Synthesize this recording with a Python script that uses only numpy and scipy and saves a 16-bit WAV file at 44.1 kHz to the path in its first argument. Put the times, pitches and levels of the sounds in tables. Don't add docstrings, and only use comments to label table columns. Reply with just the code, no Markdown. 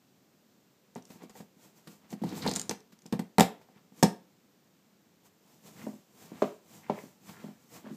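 import sys
import numpy as np
from scipy import signal
from scipy.io import wavfile

SR = 44100
rng = np.random.default_rng(int(sys.argv[2]) if len(sys.argv) > 2 else 0)


def materialize(psi):
    bounded = np.clip(np.atleast_2d(psi).T, -1, 1)
    quanta = np.round(bounded * 32767).astype(np.int16)
    wavfile.write(sys.argv[1], SR, quanta)


N = 351036
TIME = np.arange(N) / SR
HIT_TIME = np.arange(8192) / SR

# start in seconds, level in dB.
FIBRE_SNAPS = [(0.9522, -58), (1.024, -65), (1.053, -60), (1.296, -61.5), (2.105, -58.5), (2.2935, -57),
               (2.466, -50), (2.4937, -43), (2.5135, -38.5), (2.5371, -42), (2.5544, -43), (2.5605, -32),
               (2.5672, -40), (2.596, -36), (2.615, -39.5), (2.6944, -33.5), (2.805, -65), (2.9897, -66.5),
               (3.02, -64.5), (3.0629, -54), (3.407, -27.5), (4.0322, -24.5)]
# start in seconds, then crack, low thud and hollow clack in dB.
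CLAW_PLUCKS = [(0.9579, -55.5, -40.5, -41), (0.9756, -60.5, -44, -50.5), (1.1012, -56.5, -49.5, -54),
               (1.155, -68, -51.5, -62), (1.2174, -66, -57, -54), (1.2355, -63.5, -45.5, -50.5),
               (1.295, -58.5, -54, -56.5), (1.3529, -65, -60, -50.5), (1.4019, -58.5, -42.5, -48.5),
               (1.565, -79, -56, -82), (1.8715, -51.5, -46.5, -55), (2.1264, -52.5, -33.5, -46),
               (2.2171, -58, -29.5, -56), (2.2359, -50.5, -26.5, -36), (2.3239, -58, -36, -53),
               (2.424, -47, -41, -54), (2.462, -41.5, -25.5, -28.5), (2.4814, -41, -34.5, -34.5),
               (2.5124, -58.5, -32, -39), (2.5638, -46, -36.5, -40.5), (2.6942, -49, -32.5, -39.5),
               (2.7096, -39, -41.5, -35), (2.9204, -60, -55, -68), (3.0556, -59, -47, -54.5),
               (3.1243, -41, -25.5, -38), (3.1328, -56, -31, -35), (3.192, -44, -28, -38.5),
               (3.3826, -28, -15, -17), (3.3966, -25, -30.5, -25), (3.407, -24.5, -17.5, -17),
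               (3.6119, -64, -67.5, -59.5), (3.6864, -75, -58, -60.5), (3.9201, -80, -54.5, -64.5),
               (4.0272, -26, -16.5, -19), (4.0326, -44.5, -19.5, -25.5)]
# middle in seconds, length in seconds, level in dB.
LEG_BRUSHES = [(1.125, 0.16, -58.5), (1.235, 0.043, -60), (1.38, .12, -55), (1.645, 0.17, -60),
               (1.78, 0.1, -62.5), (1.915, 0.18, -59.5), (2.12, 0.066, -52.5), (2.29, 0.18, -56),
               (2.38, 0.12, -46), (2.55, .26, -53.5), (3.995, 0.13, -57.5), (5.263, 0.065, -61.5),
               (5.52, 0.33, -66), (5.675, 0.12, -55), (5.83, 0.45, -57.5), (6.23, 0.28, -57),
               (6.44, 0.32, -57.5), (6.75, 0.26, -56.5), (7.01, 0.32, -58), (7.295, 0.18, -54),
               (7.44, 0.36, -63.5), (7.63, .2, -67.5), (7.752, 0.16, -52.5), (7.95, 0.24, -62)]
# middle in seconds, length in seconds, level in dB.
CLAW_SCRAPES = [(1.22, 0.12, -61), (2.05, .12, -66.5), (2.33, 0.34, -53.5), (2.455, .07, -39.5),
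                (2.57, 0.28, -54.5), (3.7, .3, -76.5), (3.772, 0.079, -63.5), (5.81, .17, -56),
                (6.23, .2, -65.5), (6.37, 0.25, -58), (6.93, 0.28, -56), (7.295, 0.052, -53),
                (7.41, 0.34, -58.5), (7.77, 0.081, -57.5), (7.88, 0.2, -59)]
# time in seconds, level in dB.
RIP_LEVELS = [(2.25, -70), (2.3, -55), (2.41, -63), (2.424, -39.5), (2.45, -58), (2.475, -36.5),
              (2.505, -44), (2.55, -53), (2.59, -55), (2.661, -82)]
# start in seconds, length in seconds, level in dB, pitch in Hz.
CLAW_DRAGS = [(5.72, 0.21, -61, 2020), (6.816, 0.075, -61.5, 2120), (6.939, 0.09, -57, 2260),
              (7.306, 0.16, -58.5, 1730), (7.823, 0.11, -59.5, 1600)]
# start in seconds, hollow clack in dB, low thud in dB.
PAW_KNOCKS = [(5.837, -69, -43.5), (5.867, -38, -34.5), (5.931, -58, -45.5), (6.317, -50.5, -42),
              (6.421, -19.5, -29.5), (6.897, -25, -30.5), (6.978, -43, -58), (7.036, -51.5, -46),
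              (7.441, -49, -39.5), (7.482, -52, -45.5), (7.844, -61, -45.5), (7.864, -48, -48),
              (7.903, -57, -38.5)]

# pitch in Hz, strength in dB.
RIM_TONES = [(135, -7), (179, -0.5), (205, 0.5), (250, -2), (292, -10.5), (334, -7), (415, -5), (468, -3.5),
             (510, -8.5), (550, -14.5), (642, -12.5), (678, -17.5), (713, -22), (762, -8.5), (844, -12),
             (892, -15), (931, -13), (1059, -18.5), (1192, -23.5), (1261, -24.5), (1444, -28), (1657, -24),
             (1816, -25.5), (1892, -22.5), (1986, -26), (2015, -29.5), (2328, -26.5)]
WALL_TONES = [(105, -21), (158, 0), (210, 5.5), (252, 4), (332, -3.5), (369, -5), (410, 13), (528, -32),
              (572, 14), (620, 10.5), (669, -38), (705, -0.5), (748, 6.5), (807, 3.5), (882, -2), (947, 3),
              (989, 2), (1066, -20), (1235, -29), (1452, -38), (2169, -31)]

# frequency in Hz, level in dB.
BACKGROUND_SPECTRUM = [(25, -37), (55, -34), (85, -17.5), (130, -9), (190, -1.5), (260, -5.5), (450, -11.5),
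                       (900, -19), (2000, -23.5), (7500, -26), (10000, -36.5), (13500, -27), (15500, -31.5)]
SNAP_SPECTRUM = [(30, -14), (500, -10), (1500, -9), (3000, -7), (4200, 0.5), (7000, 3.5), (8500, 0.5),
                 (11000, -12), (15000, -17.5)]
CRACK_SPECTRUM = [(25, 2), (60, -1.5), (110, -5.5), (600, -5.5), (1200, 6), (2000, 3.5), (3000, 1),
                  (4700, 1.5), (6500, -3.5), (8000, -2.5), (9800, -10), (12000, -3.5), (15000, -12)]
PANEL_SPECTRUM = [(60, -50), (250, -21.5), (450, -1.5), (700, 0), (1000, 3), (1400, -11.5), (2200, -15.5),
                  (5000, -33), (15000, -60)]
SWISH_SPECTRUM = [(80, -27), (300, -3), (450, 5), (850, 6.5), (1400, -6.5), (2200, -3), (4000, -2.5),
                  (7500, 3), (9800, -7.5), (12500, -1.5), (15000, -3.5)]
SCRAPE_SPECTRUM = [(60, -36), (250, -11.5), (550, 0), (1000, 3), (1500, -3), (2100, -3), (3200, -7.5),
                   (6000, -16.5), (15000, -29.5)]
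RIP_SPECTRUM = [(30, -8.5), (500, -4.5), (1500, -8), (2500, 0), (4200, 6), (5500, -0.5), (8000, -4.5),
                (10000, -23), (15000, -21)]
SCUFF_SPECTRUM = [(60, -15), (300, -16), (1200, 8.5), (2500, 5), (4000, -2), (7000, -8), (10000, -21.5),
                  (15000, -19)]

# delay in seconds, level in dB.
ROOM_ECHOES = [(.0043, -19), (.0092, -20), (0.0128, -15), (0.0206, -25.5), (.0235, -21.5)]
# frequency in Hz, seconds to fade by 60 dB.
ROOM_FADE = [(100, 0.17), (300, 0.34), (1000, 0.33), (3000, 0.32), (7000, .22), (14000, 0.26)]


def amp(db):
    return 10 ** (np.asarray(db) / 20)


def unit_level(x):
    return x / np.sqrt(np.mean(x ** 2) + 1e-20)


def unit_hit(x):
    return x / np.sqrt(np.sum(x ** 2) / (SR / 100) + 1e-20)


def look_up(table, hz):
    row_hz, values = np.transpose(table)
    return np.interp(np.log(hz + 1), np.log(row_hz + 1), values)


def add(mix, start, sound):
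    part = mix[max(round(start * SR), 0):][:len(sound)]
    part += sound[:len(part)]


def colour(x, spectrum):
    log_gain = np.log(amp(look_up(spectrum, abs(np.fft.fftfreq(4096, 1 / SR)))))
    taps = np.fft.ifft(np.exp(np.conj(signal.hilbert(log_gain)))).real
    return signal.oaconvolve(x, taps[:len(taps) // 2])[:len(x)]


def burst(decay_s, linger_s, linger_db):
    age = HIT_TIME / max(decay_s, 0.0002)
    rattle = amp(linger_db) * np.exp(-HIT_TIME / linger_s)
    return rng.standard_normal(len(HIT_TIME)) * (1 - np.exp(-age)) * (np.exp(-age) + rattle)


def background(level_db=-66):
    return amp(level_db) * unit_level(colour(rng.standard_normal(N), BACKGROUND_SPECTRUM))


def fibre_snaps(patch_hz=6370, pitch_spread=0.18):
    out = np.zeros(N)
    for start, db in FIBRE_SNAPS:
        hz = patch_hz * (1 + pitch_spread * rng.uniform(-0.75, 1))
        click = unit_hit(signal.unit_impulse(len(HIT_TIME), round(0.0006 * SR)))
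        splinters = unit_hit(burst(decay_s=0.0011, linger_s=0.0056, linger_db=-22.5))
        tick = unit_hit(colour(click + 2.3 * splinters, SNAP_SPECTRUM))
        patch = unit_hit(np.sin(2 * np.pi * hz * HIT_TIME) * HIT_TIME * np.exp(-HIT_TIME / 0.00016))
        add(out, start, amp(db) * (tick + 0.6 * patch))
    return out


def ring(tones, scatter_db, width_hz=24, loss=0.0083):
    hz, db = np.transpose(tones)[:, :, None]
    width = width_hz + loss * hz
    size = amp(db + scatter_db * rng.standard_normal(hz.shape)) * width
    waves = np.sin(2 * np.pi * (hz * HIT_TIME + rng.random(hz.shape)))
    return size * np.exp(-np.pi * width * HIT_TIME) * waves


def cut_bass(x, below_hz):
    return signal.sosfilt(signal.butter(4, below_hz, "high", fs=SR, output="sos"), x)


def box_hit(tones, thud_db, clack_db, thud_rise_s, clack_rise_s, width_hz, loss, weak_gain):
    ringing = ring(tones, scatter_db=2.0, width_hz=width_hz, loss=loss)
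    is_low = np.transpose(tones)[0] < 380
    thud = ringing[is_low].sum(0) * (1 - np.exp(-HIT_TIME / thud_rise_s))
    clack = ringing[~is_low].sum(0) * (1 - np.exp(-HIT_TIME / clack_rise_s))
    clack *= 1 + 1.6 * np.exp(-HIT_TIME / 0.005)
    weak_tones = colour(burst(decay_s=0.0017, linger_s=0.02, linger_db=-21), PANEL_SPECTRUM)
    clack = unit_hit(cut_bass(clack, below_hz=266)) + weak_gain * unit_hit(weak_tones)
    return amp(thud_db) * unit_hit(cut_bass(thud, below_hz=115)) + amp(clack_db) * unit_hit(clack)


def claw_plucks():
    out = np.zeros(N)
    for start, crack_db, thud_db, clack_db in CLAW_PLUCKS:
        slip_s = 0.00026 * amp(-0.5 * crack_db)
        crack = colour(burst(decay_s=slip_s, linger_s=0.021, linger_db=-22.5), CRACK_SPECTRUM)
        add(out, start, amp(crack_db) * unit_hit(crack))
        spring = box_hit(RIM_TONES, thud_db, clack_db, thud_rise_s=0.00053, clack_rise_s=0.00082,
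                         width_hz=17, loss=0.012, weak_gain=0.31)
        add(out, start + 0.00025, spring)
    return out


def stick_slip(per_second, spread_db, smooth):
    size = amp(spread_db * np.minimum(rng.exponential(1, N), 4))
    clicks = (rng.random(N) < per_second / SR) * rng.choice([-1, 1], N) * size
    return unit_level(clicks) + smooth * rng.standard_normal(N)


def stroke_levels(strokes, end_db=-18.5, roundness=1.34, lean=0.06):
    power = np.zeros(N)
    for middle, length, db in strokes:
        position = (TIME - middle) / (length / 2)
        from_peak = abs(position) * (1 - lean * np.sign(position))
        power += amp(db + end_db * np.minimum(from_peak, 10) ** roundness) ** 2
    return np.sqrt(power)


def rubbing():
    brushing, scraping = stroke_levels(LEG_BRUSHES), stroke_levels(CLAW_SCRAPES)
    grating = np.hypot(scraping, amp(-8) * brushing)
    shaking = np.hypot(amp(-2) * brushing, amp(2) * scraping) + tug_level()
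    swish = colour(stick_slip(per_second=3000, spread_db=12.0, smooth=3.1), SWISH_SPECTRUM)
    scrape = colour(stick_slip(per_second=760, spread_db=-0.5, smooth=0.89), SCRAPE_SPECTRUM)
    slips = stick_slip(per_second=390, spread_db=3.0, smooth=0.78)
    shudder = signal.oaconvolve(slips, ring(RIM_TONES, scatter_db=1.86).sum(0))[:N]
    shudder = colour(shudder, [(60, -0.5), (120, 3), (280, 2.0), (600, -3), (2000, -19.5)])
    shudder = cut_bass(shudder, below_hz=105)
    return brushing * unit_level(swish) + grating * unit_level(scrape) + shaking * unit_level(shudder)


def tug_level(start_s=2.25, end_s=2.55, level_db=-48, rise_s=0.01, release_s=0.058):
    rise = np.clip((TIME - start_s) / rise_s, 0, 1)
    release = np.exp(-np.maximum(TIME - end_s, 0) / release_s)
    return amp(level_db) * rise * release


def paper_rip():
    times, db = np.transpose(RIP_LEVELS)
    level = amp(np.interp(TIME, times, db, left=-120, right=-120))
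    breaks = stick_slip(per_second=550, spread_db=3.5, smooth=0.12)
    one_break = burst(decay_s=0.0002, linger_s=0.0015, linger_db=-25)
    crackle = signal.oaconvolve(breaks, one_break)[:N]
    return level * unit_level(colour(crackle, RIP_SPECTRUM))


def claw_drags():
    out = np.zeros(N)
    chatter = stick_slip(per_second=760, spread_db=6.5, smooth=0.35)
    chatter = colour(chatter, PANEL_SPECTRUM) + 0.18 * chatter
    for start, length, db, hz in CLAW_DRAGS:
        rasp = signal.lfilter(*signal.iirpeak(hz, Q=3, fs=SR), chatter)
        rasp = signal.lfilter(*signal.iirpeak(hz, Q=2, fs=SR), rasp)
        rasp = rasp[round(start * SR):][:round(length * SR)]
        add(out, start, amp(db) * unit_level(rasp) * signal.windows.hann(len(rasp)))
    return out


def paw_knocks(echo_s=0.021):
    out = np.zeros(N)
    for start, clack_db, thud_db in PAW_KNOCKS:
        contact_s = 0.0019 * amp(-0.3 * clack_db)
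        scuff = colour(burst(decay_s=contact_s, linger_s=0.042, linger_db=-19), SCUFF_SPECTRUM)
        scuff_db = -7.5 + 1.65 * clack_db
        add(out, start, amp(scuff_db) * unit_hit(scuff))
        bump = (start, thud_db, clack_db)
        echo = (start + echo_s, thud_db - 6, clack_db - 12.5)
        for when, thud, clack in (bump, echo):
            knock = box_hit(WALL_TONES, thud, clack, thud_rise_s=0.0013, clack_rise_s=0.00041,
                            width_hz=23.4, loss=0.011, weak_gain=0.24)
            add(out, when, knock)
    return out


def room(x, tail_db, build_s):
    hz, times, noise = signal.stft(rng.standard_normal(SR // 2), SR, nperseg=256)
    fade = amp(-60 * times / look_up(ROOM_FADE, hz)[:, None])
    tail = signal.istft(noise * fade, SR, nperseg=256)[1]
    tail *= 1 - np.exp(-(np.arange(len(tail)) / SR / build_s) ** 2)
    response = amp(tail_db) * tail / np.linalg.norm(tail)
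    for delay, db in ROOM_ECHOES:
        add(response, delay, amp(db) * signal.windows.hann(5) / 2)
    return x + signal.oaconvolve(x, response)[:N]


def scene():
    box = claw_plucks() + paw_knocks() + fibre_snaps() + paper_rip() + rubbing() + claw_drags()
    return (room(box, tail_db=-12.5, build_s=0.0059) + background())[None]


def record(dry):
    low_pass = signal.firwin(301, 15400, window=("kaiser", 8), fs=SR)
    return signal.oaconvolve(dry, low_pass[None], "same")


dry = scene()
out = record(dry)
materialize(out)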